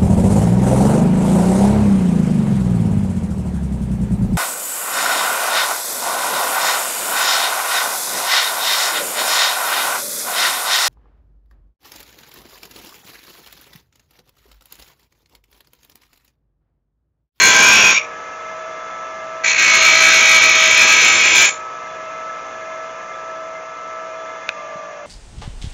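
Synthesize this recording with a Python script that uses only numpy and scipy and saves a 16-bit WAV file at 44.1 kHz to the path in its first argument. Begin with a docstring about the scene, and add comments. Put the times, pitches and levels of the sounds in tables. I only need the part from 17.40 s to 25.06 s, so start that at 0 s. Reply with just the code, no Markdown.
"""A steel blade is drawn twice across a bench grinder's wheel in a small workshop. The wheel then idles,
is switched off with a snap and a dull knock, and starts to coast.
The rasp is rough noise that partly returns every turn of the wheel and makes the blade ring.
Under it, steady motor tones follow the wheel's speed, with a noise of air and bearings.
A small microphone of narrow band overloads on the rasp."""
import sys
import numpy as np
from scipy import signal
from scipy.io import wavfile
from scipy.ndimage import uniform_filter1d

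SR = 44100
rng = np.random.default_rng(int(sys.argv[2]) if len(sys.argv) > 2 else 0)


def put_to_file(sound):
    """Save the sound as 16-bit audio at rate SR, in the file named by the first command-line argument."""
    columns = np.atleast_2d(sound).T  # one column per channel
    safe = np.clip(columns, -1, 1)
    whole_steps = np.round(safe * 32767)
    wavfile.write(sys.argv[1], SR, whole_steps.astype(np.int16))


N = 337806
T = np.arange(N) / SR  # time in seconds
OFF_S = 7.0906  # the motor is switched off
FULL_DB = -9  # pressure that counts as firm contact
FREE_TURNS_PER_S = 59.66  # wheel speed with nothing touching it
FINE = dict(nperseg=1024, noverlap=768)  # short frames, for the blade
BROAD = dict(nperseg=2048, noverlap=1536)  # longer frames, for the whir


def gain_of(db):
    """Turn decibels into a factor for the waveform."""
    return 10 ** (np.asarray(db) / 20)


def evened(x):
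    """Scale to an rms of 1."""
    return x / np.sqrt(np.mean(abs(x) ** 2) + 1e-20)


def read(points, hz):
    """Read a table at any pitch, evenly along a logarithmic pitch scale."""
    pitch_hz, value = np.transpose(points)
    return np.interp(np.log(hz + 1), np.log(pitch_hz + 1), value)


def curve(points, t=T):
    """Read a table at any time, in straight lines between its rows."""
    return np.interp(t, *np.transpose(points))


def wander(shape, size):
    """Slow chance movement of rms 1 along the last axis; a larger size (in steps) is slower."""
    once = uniform_filter1d(rng.standard_normal(shape), size)
    return evened(uniform_filter1d(once, size))


def ring(hz, centre_hz, width):
    """Power of a resonance: 1 at its centre, half at the edges of its width."""
    return 1 / (1 + (2 * (hz - centre_hz) / width) ** 2)


def add(mix, s, sound):
    """Lay a sound into the mix from s seconds on."""
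    part = mix[round(s * SR):][:len(sound)]
    part += sound[:len(part)]


# How the blade is pressed on the wheel, one table a pass:
# start_s, pressure_db, main_ring_hz, low_rings_db (below 2100 Hz), treble_db (above 2900 Hz)
PASSES = [
    [(0.0, -8, 2230, 1, -3.5), (.2, -7.5, 2304, 4, 0), (.4, -6, 2570, 3.5, -1.5),
     (.53, -9.5, 2370, 3.5, -1.5), (.555, -14, 2250, -4, -4), (.585, -12.5, 2370, -14, -9),
     (.6, -29.5, 2250, -16, -10), (.66, -43, 2360, -21, -4)],
    [(2.034, -49, 2280, 2, 2), (2.038, -17, 2320, -0.5, -1), (2.1, -10, 2270, -7.5, -3),
     (2.15, -17, 2270, -3.5, -5), (2.2, -10, 2220, -1.5, -1.5), (2.6, -8.5, 2285, 0.5, 2.5),
     (3.4, -8, 2290, 0, 1), (3.93, -9.5, 2243, -0.5, -1), (3.97, -7.5, 2310, 1, 2.5),
     (4.05, -6.5, 2270, 0, -1), (4.09, -15, 2230, 3.5, 1), (4.1, -25.5, 2300, 1, 3),
     (4.18, -43, 2270, -6, 12)],
]
# How the blade rings, one table a pass: pitch_hz, width_hz (where it is 6 dB down),
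# then relative levels at_start_db, at_middle_db, at_end_db of the stroke
BLADE_RINGS = [
    [(216, 50, -26, -23.5, -26), (1050, 29.5, 1.5, -8.5, -2), (1395, 88, -18, -18, -12),
     (1575, 53, 0.5, -2.5, -18), (1940, 93, -9, -30, -12), (2318, 123, -11, -5, -4),
     (2525, 74, -18, -6, -6.5), (3360, 49, -4, -9.5, -7), (3670, 82, -27, -12, -7),
     (4224, 120, -1.5, -24, -26), (4580, 48, -13, -13.5, -18), (4950, 48, -11.5, -15, -15),
     (5490, 64, -12, -8, -11.5), (5670, 125, -20, -13.5, -3), (6080, 100, -11, -16, -12),
     (6580, 127, -1, -10.5, -10), (7190, 160, -7.5, -16, -26)],
    [(154, 130, -34, -31.5, -46), (1010, 140, -17, -21.5, -21), (1273, 62, -7.5, -5.5, -13.5),
     (1597, 147, -7.5, -10, -11.5), (1938, 137, -4, -10.5, -16), (2272, 57, -4, 3, -13.5),
     (2500, 200, -7.5, -5, -8), (3330, 180, -23, -18, -15), (3655, 135, -15, -12.5, -13.5),
     (4190, 130, -7.5, -14.5, -14), (4450, 57, -11.5, -27, -17), (5140, 90, -24, -20, -14),
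     (5637, 100, -16, -21, -23), (6020, 130, -12, -12, -10.5), (6560, 240, -13, -12.5, -12),
     (6800, 100, -11, -68, 1.5), (7180, 50, -5.5, -15.5, -1.5)],
]
# Grit noise between the rings: pitch_hz, relative_level_db (per Hz)
RASP = [(25, -47), (150, -33), (500, -26), (1000, -27), (1850, -23), (2100, -22), (2700, -17.5),
        (3200, -19), (4300, -24), (4550, -29.5), (5500, -22.5), (6500, -31), (7600, -20.5)]
UNSTEADY_DB, RING_DRIFT_HZ = 0.46, 12  # rms of the hand's unsteadiness and of the main ring's drift
AGAIN_LOST_PER_DB = 0.1  # share of grit no longer met again, per dB of lighter contact
SKIP_PER_DB, HIGH_SPOT_TURNS = 0.6, -0.083  # once-a-turn swing: dB per dB lighter; where it bounces most
RUMBLE_HZ, RUMBLE_BURST_DB = 540, 2.5  # below this the blade shudders without repeating


def grind(rows, rings, again):
    """One pass: grit force coloured by blade rings that swell and fade as the blade slides."""
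    s, pressure_db, main_hz, low_db, treble_db = np.transpose(rows)
    t = np.arange(s[0], s[-1], 1 / SR)
    turns = np.interp(t, T, np.cumsum(speed()) / SR)
    press_db = np.interp(t, s, pressure_db)
    light_db = np.clip(FULL_DB - press_db, 0, 10)
    force = grit(turns, again - AGAIN_LOST_PER_DB * light_db)
    hz, at, z = signal.stft(force, SR, **FINE)
    hz = hz[:, None]
    stroke = 2 * at / at[-1]  # 0 at the start, 1 in the middle, 2 at the end
    at = at + s[0]

    # Low down, fresh noise takes the place of the repeating grit.
    fresh = 1 / (1 + (hz / RUMBLE_HZ) ** 4)
    shudder = signal.stft(rng.standard_normal(len(t)), SR, **FINE)[2]
    shudder *= gain_of(RUMBLE_BURST_DB * wander(len(at), size=4))
    z = np.sqrt(1 - fresh) * z + np.sqrt(fresh) * shudder

    # Add up the power of the rasp, the main ring and the other rings.
    swell_db = 1.18 * wander((len(rings), len(at)), size=20)
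    centre_hz = np.interp(at, s, main_hz) + RING_DRIFT_HZ * wander(len(at), size=20)
    main_ring = held(z, ring(hz, centre_hz, 117.0) ** 2)
    power = gain_of(2 * read(RASP, hz)) + gain_of(2 * -1.5) * main_ring
    for (ring_hz, width, *db), swell in zip(rings, swell_db):
        ring_db = np.interp(stroke, range(3), db) + swell
        power = power + gain_of(2 * ring_db) * held(z, ring(hz, ring_hz, width) ** 2)
    tilt_db = (hz < 2100) * np.interp(at, s, low_db) + (hz > 2900) * np.interp(at, s, treble_db)
    power *= gain_of(2 * tilt_db)

    # The colour is evened out in each frame, so that pressure sets the loudness.
    coloured = z * np.sqrt(power / power.mean(0))
    rasp = signal.istft(coloured, SR, **FINE)[1][:len(t)]
    # A light blade is thrown off once a turn.
    skip_db = SKIP_PER_DB * light_db * np.cos(2 * np.pi * (turns - HIGH_SPOT_TURNS))
    hand_db = UNSTEADY_DB * wander(len(t), size=2000)
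    return s[0], gain_of(press_db + skip_db + hand_db) * evened(rasp)


def grit(turns, again):
    """The rough rim passes the blade every turn; part of its pattern is new each time."""
    rim = rng.standard_normal((int(turns[-1]) + 2, 750))  # one row a turn, 750 points around
    keep = np.clip(np.interp(np.arange(len(rim)), turns, again), 0, .98)
    for k in range(1, len(rim)):
        rim[k] = keep[k] * rim[k - 1] + np.sqrt(1 - keep[k] ** 2) * rim[k]
    slip = 0.0006 * wander(len(turns), size=500)  # the contact point trembles, in turns
    rubbed = np.interp((turns + slip) * 750, np.arange(rim.size), rim.ravel())
    chips = 0.32 * rng.standard_normal(len(turns))  # torn-off steel never repeats
    chatter_db = 0.2 * wander(len(turns), size=300)
    return (rubbed + chips) * gain_of(chatter_db)


STEADY = 0.45  # how far a ring evens out the chance swells in its drive, 0-1


def held(z, shape):
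    """Power of a ring that feeds itself and so rides out the swells of its drive."""
    drive = (shape * abs(z) ** 2).sum(0) / shape.sum(0) / np.mean(abs(z[:200]) ** 2)
    return shape / (drive + 0.085) ** STEADY


def contact():
    """Share of firm contact between blade and wheel, 0-1, from the pressure."""
    total = 0
    for rows in PASSES:
        start_s, pressure_db = np.transpose(rows)[:2]
        press_db = np.interp(T, start_s, pressure_db, left=-99, right=-99)
        total = total + np.minimum(gain_of(press_db - FULL_DB), 1)
    return total


DRAG_TURNS_PER_S, WHEEL_LAG_S = 1.3, .42  # speed lost in firm contact, and how slowly it follows
COAST_TURNS_PER_S2 = 2.1  # slowing after switch-off


def speed():
    """Turns a second: the heavy wheel lags behind the blade's drag, and coasts down after switch-off."""
    keep = np.exp(-1 / (WHEEL_LAG_S * SR))
    drag = signal.lfilter([1 - keep], [1, -keep], contact() ** 2, zi=[keep])[0]
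    coast = COAST_TURNS_PER_S2 * np.maximum(T - OFF_S, 0)
    return FREE_TURNS_PER_S - DRAG_TURNS_PER_S * drag - coast


# Rocker switch: pitch_hz, relative_level_db, t60_s (time to fade by 60 dB)
SWITCH = [(630, -17, 0.037), (1410, -14.5, 0.032), (1590, -5.5, 0.015), (2490, 2, 0.012),
          (3630, 1.5, 0.0045), (6000, -5.5, 0.0032)]
# Hand on the bench: start_s, relative_level_db, pitch_hz, t60_s (time to fade by 60 dB)
KNOCKS = [(7.355, -27, 170, 0.039), (7.354, -33, 330, 0.037)]


def hand():
    """The switch snaps, then a dull knock: short tones that start fast and die away."""
    out, t = np.zeros(N), T[:4000]
    snap = sum(gain_of(db - 60 * t / t60) * np.sin(2 * np.pi * hz * t) for hz, db, t60 in SWITCH)
    add(out, OFF_S, gain_of(-4.5) * snap * np.minimum(t / 0.0005, 1))
    for s, db, hz, t60 in KNOCKS:
        knock = gain_of(db - 60 * t / t60) * np.sin(2 * np.pi * hz * t)
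        add(out, s, knock * np.minimum(t / 0.0048, 1))
    return out


# Motor tones: shaft_order (cycles per turn), added_hz (fixed shift in Hz)
TONES = [(3, 0), (5, 0), (0, 366), (7, 0), (8, 0), (9, 0), (9.83, 0), (10, 0), (11.83, 0), (12, 0),
         (13.72, 0), (15, 0), (16, 0), (20, -120), (18, 0), (20, 0), (21, 0), (20, 120), (20, 240)]
# Their levels before they waver, in the same order: powered_db, coasting_db
TONES_DB = [(-63.5, -64.5), (-58.5, -59), (-58.5, -67), (-65.5, -69), (-49, -51.5), (-52, -55), (-60, -58),
            (-56, -39), (-55.5, -52), (-53, -49), (-57.5, -56), (-55, -56), (-53.5, -53), (-55.5, -75),
            (-58, -47), (-40.5, -37), (-50.5, -57), (-34.5, -46), (-57, -75)]
# The whine of the shifted tones sinks as the arm reaches past: time_s, change_db
WHINE = [(6.15, 0), (6.35, -3)]
BEARING_ORDER, BEARING_DB = 10.84, -33  # cycles per turn; level at the top of its swell at free speed
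SLIP_DB = -5.5  # bearing tone: dB per turn a second lost
SWELL_DB, SWELL_S, SWELL_DIP_S = 8, .69, 1.56  # depth of the swell, its period, time of one dip
LOADED_ORDER, LOADED_FROM_S, LOADED_TO_S = 11, 2.31, 3.52  # this order sings out in mid-stroke
LOADED_DB, LOADED_WAVER_DB = -29.5, 1.5


def motor():
    """Shaft orders, rotor-slot tones beating with the mains field, and a slowly swelling bearing tone."""
    rate = speed()
    turns = np.cumsum(rate) / SR
    live = np.clip(1 - (T - OFF_S) / 0.082, 0, 1)  # the field dies away

    swell = abs(np.sin(np.pi * (T - SWELL_DIP_S) / SWELL_S))
    bearing_db = BEARING_DB - SWELL_DB * (1 - swell) + SLIP_DB * (FREE_TURNS_PER_S - rate)
    wobble = 0.4 * wander(N, size=1500)  # radians
    out = gain_of(bearing_db) * np.sin(2 * np.pi * BEARING_ORDER * turns + wobble)

    loaded_db = LOADED_DB + LOADED_WAVER_DB * wander(N, size=2500)
    singing = np.clip(np.minimum(T - LOADED_FROM_S, LOADED_TO_S - T) / 0.022, 0, 1)
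    out += singing * gain_of(loaded_db) * np.sin(2 * np.pi * LOADED_ORDER * turns)

    for (order, added_hz), (on_db, off_db) in zip(TONES, TONES_DB):
        waver_db = 1.98 * np.interp(T, T[::500], wander(len(T[::500]), size=12))
        waver_db += curve(WHINE) * (added_hz != 0)
        phase = order * turns + added_hz * T + rng.random()  # in cycles
        level_db = live * on_db + (1 - live) * off_db + waver_db
        out += gain_of(level_db) * np.sin(2 * np.pi * phase)
    return np.sqrt(2) * out  # makes the levels rms levels


# Air and bearing noise: pitch_hz, relative_level_db (per Hz)
WHIR = [(25, -28), (100, -15.5), (300, -15.5), (600, -5.5), (800, -7.5), (1200, -5.5), (1500, -8),
        (1900, -10.5), (2800, -15.5), (3600, -22), (4500, -25.5), (5500, -23), (6300, -17), (7400, -27)]
# Casing and guard resonances: pitch_hz, width_hz (where it is 6 dB down), relative_level_db
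CASING = [(1015, 67, -1.5), (1698, 76, 3), (2088, 34, 4), (2180, 58, -8), (2450, 62, -5), (2676, 24, -3.5),
          (3460, 35, -7.5), (5750, 190, -18.5)]
# Loudness of the whole whir: time_s, level_db
WHIR_LEVEL = [(0, -35), (5.3, -35), (6.2, -37), (7.1, -36), (7.66, -38)]


def whir():
    """Noise of air and bearings through the casing, pulsing a little with the mains field."""
    hz, at, z = signal.stft(rng.standard_normal(N), SR, **BROAD)
    power = gain_of(2 * read(WHIR, hz)) * (hz < 8000)
    power = power + sum(gain_of(2 * db) * ring(hz, f, w) ** 2 for f, w, db in CASING)
    patches = gain_of(2.2 * wander(z.shape, size=5))  # each narrow band flickers on its own
    noise = signal.istft(z * np.sqrt(power)[:, None] * patches, SR, **BROAD)[1][:N]
    pulse = 1 + 0.051 * np.sin(2 * np.pi * 120 * T) * (T < OFF_S)
    return gain_of(curve(WHIR_LEVEL)) * evened(noise) * pulse


# How long the room rings: pitch_hz, t60_s (time to fade by 60 dB)
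ROOM = [(200, 0.19), (2500, 0.28), (3500, 0.11), (7500, 0.25)]


def workshop(x):
    """Short diffuse tail of fading noise, with a fade time for each pitch."""
    hz, t, z = signal.stft(rng.standard_normal(SR // 2), SR, nperseg=256)
    fade_db = -60 * t / read(ROOM, hz)[:, None]
    tail = signal.istft(z * gain_of(fade_db), SR, nperseg=256)[1]
    tail *= T[:len(tail)] > .004  # nothing comes back in the first 4 ms
    return signal.fftconvolve(x, tail / np.linalg.norm(tail))[:N]


def scene():
    """Blade and hand sound in the room over the running motor."""
    blade = np.zeros(N)
    grit_met_again = [0.843, 0.68]  # share met again next turn in firm contact, one a pass
    for rows, rings, again in zip(PASSES, BLADE_RINGS, grit_met_again):
        add(blade, *grind(rows, rings, again))
    into_room = blade + gain_of(-8.0) * hand()
    room = gain_of(-11.0) * workshop(into_room)
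    return (blade + hand() + room + motor() + whir())[None]


MIC_HZ, SAMPLING_HZ, EDGE_HZ = 7330, 16000, 15850  # microphone's top, mirror's carrier, final top


def record(dry):
    """Narrow microphone band, a faint mirror image of its top edge, hard overload, band limit."""
    mic_filter = signal.firwin(801, MIC_HZ, window=("kaiser", 10), fs=SR)
    narrow = signal.oaconvolve(dry, mic_filter[None], "same")
    mirror = narrow * np.cos(2 * np.pi * SAMPLING_HZ * T)
    leak_filter = signal.butter(4, [8700, 8820], "bandpass", fs=SR, output="sos")
    narrow = narrow + gain_of(-19.) * signal.sosfilt(leak_filter, mirror)
    loud = np.clip(narrow, -.74, .74)
    edge_filter = signal.firwin(511, EDGE_HZ, window=("kaiser", 9), fs=SR)
    return signal.oaconvolve(loud, edge_filter[None], "same")


dry = scene()
out = record(dry)
put_to_file(out)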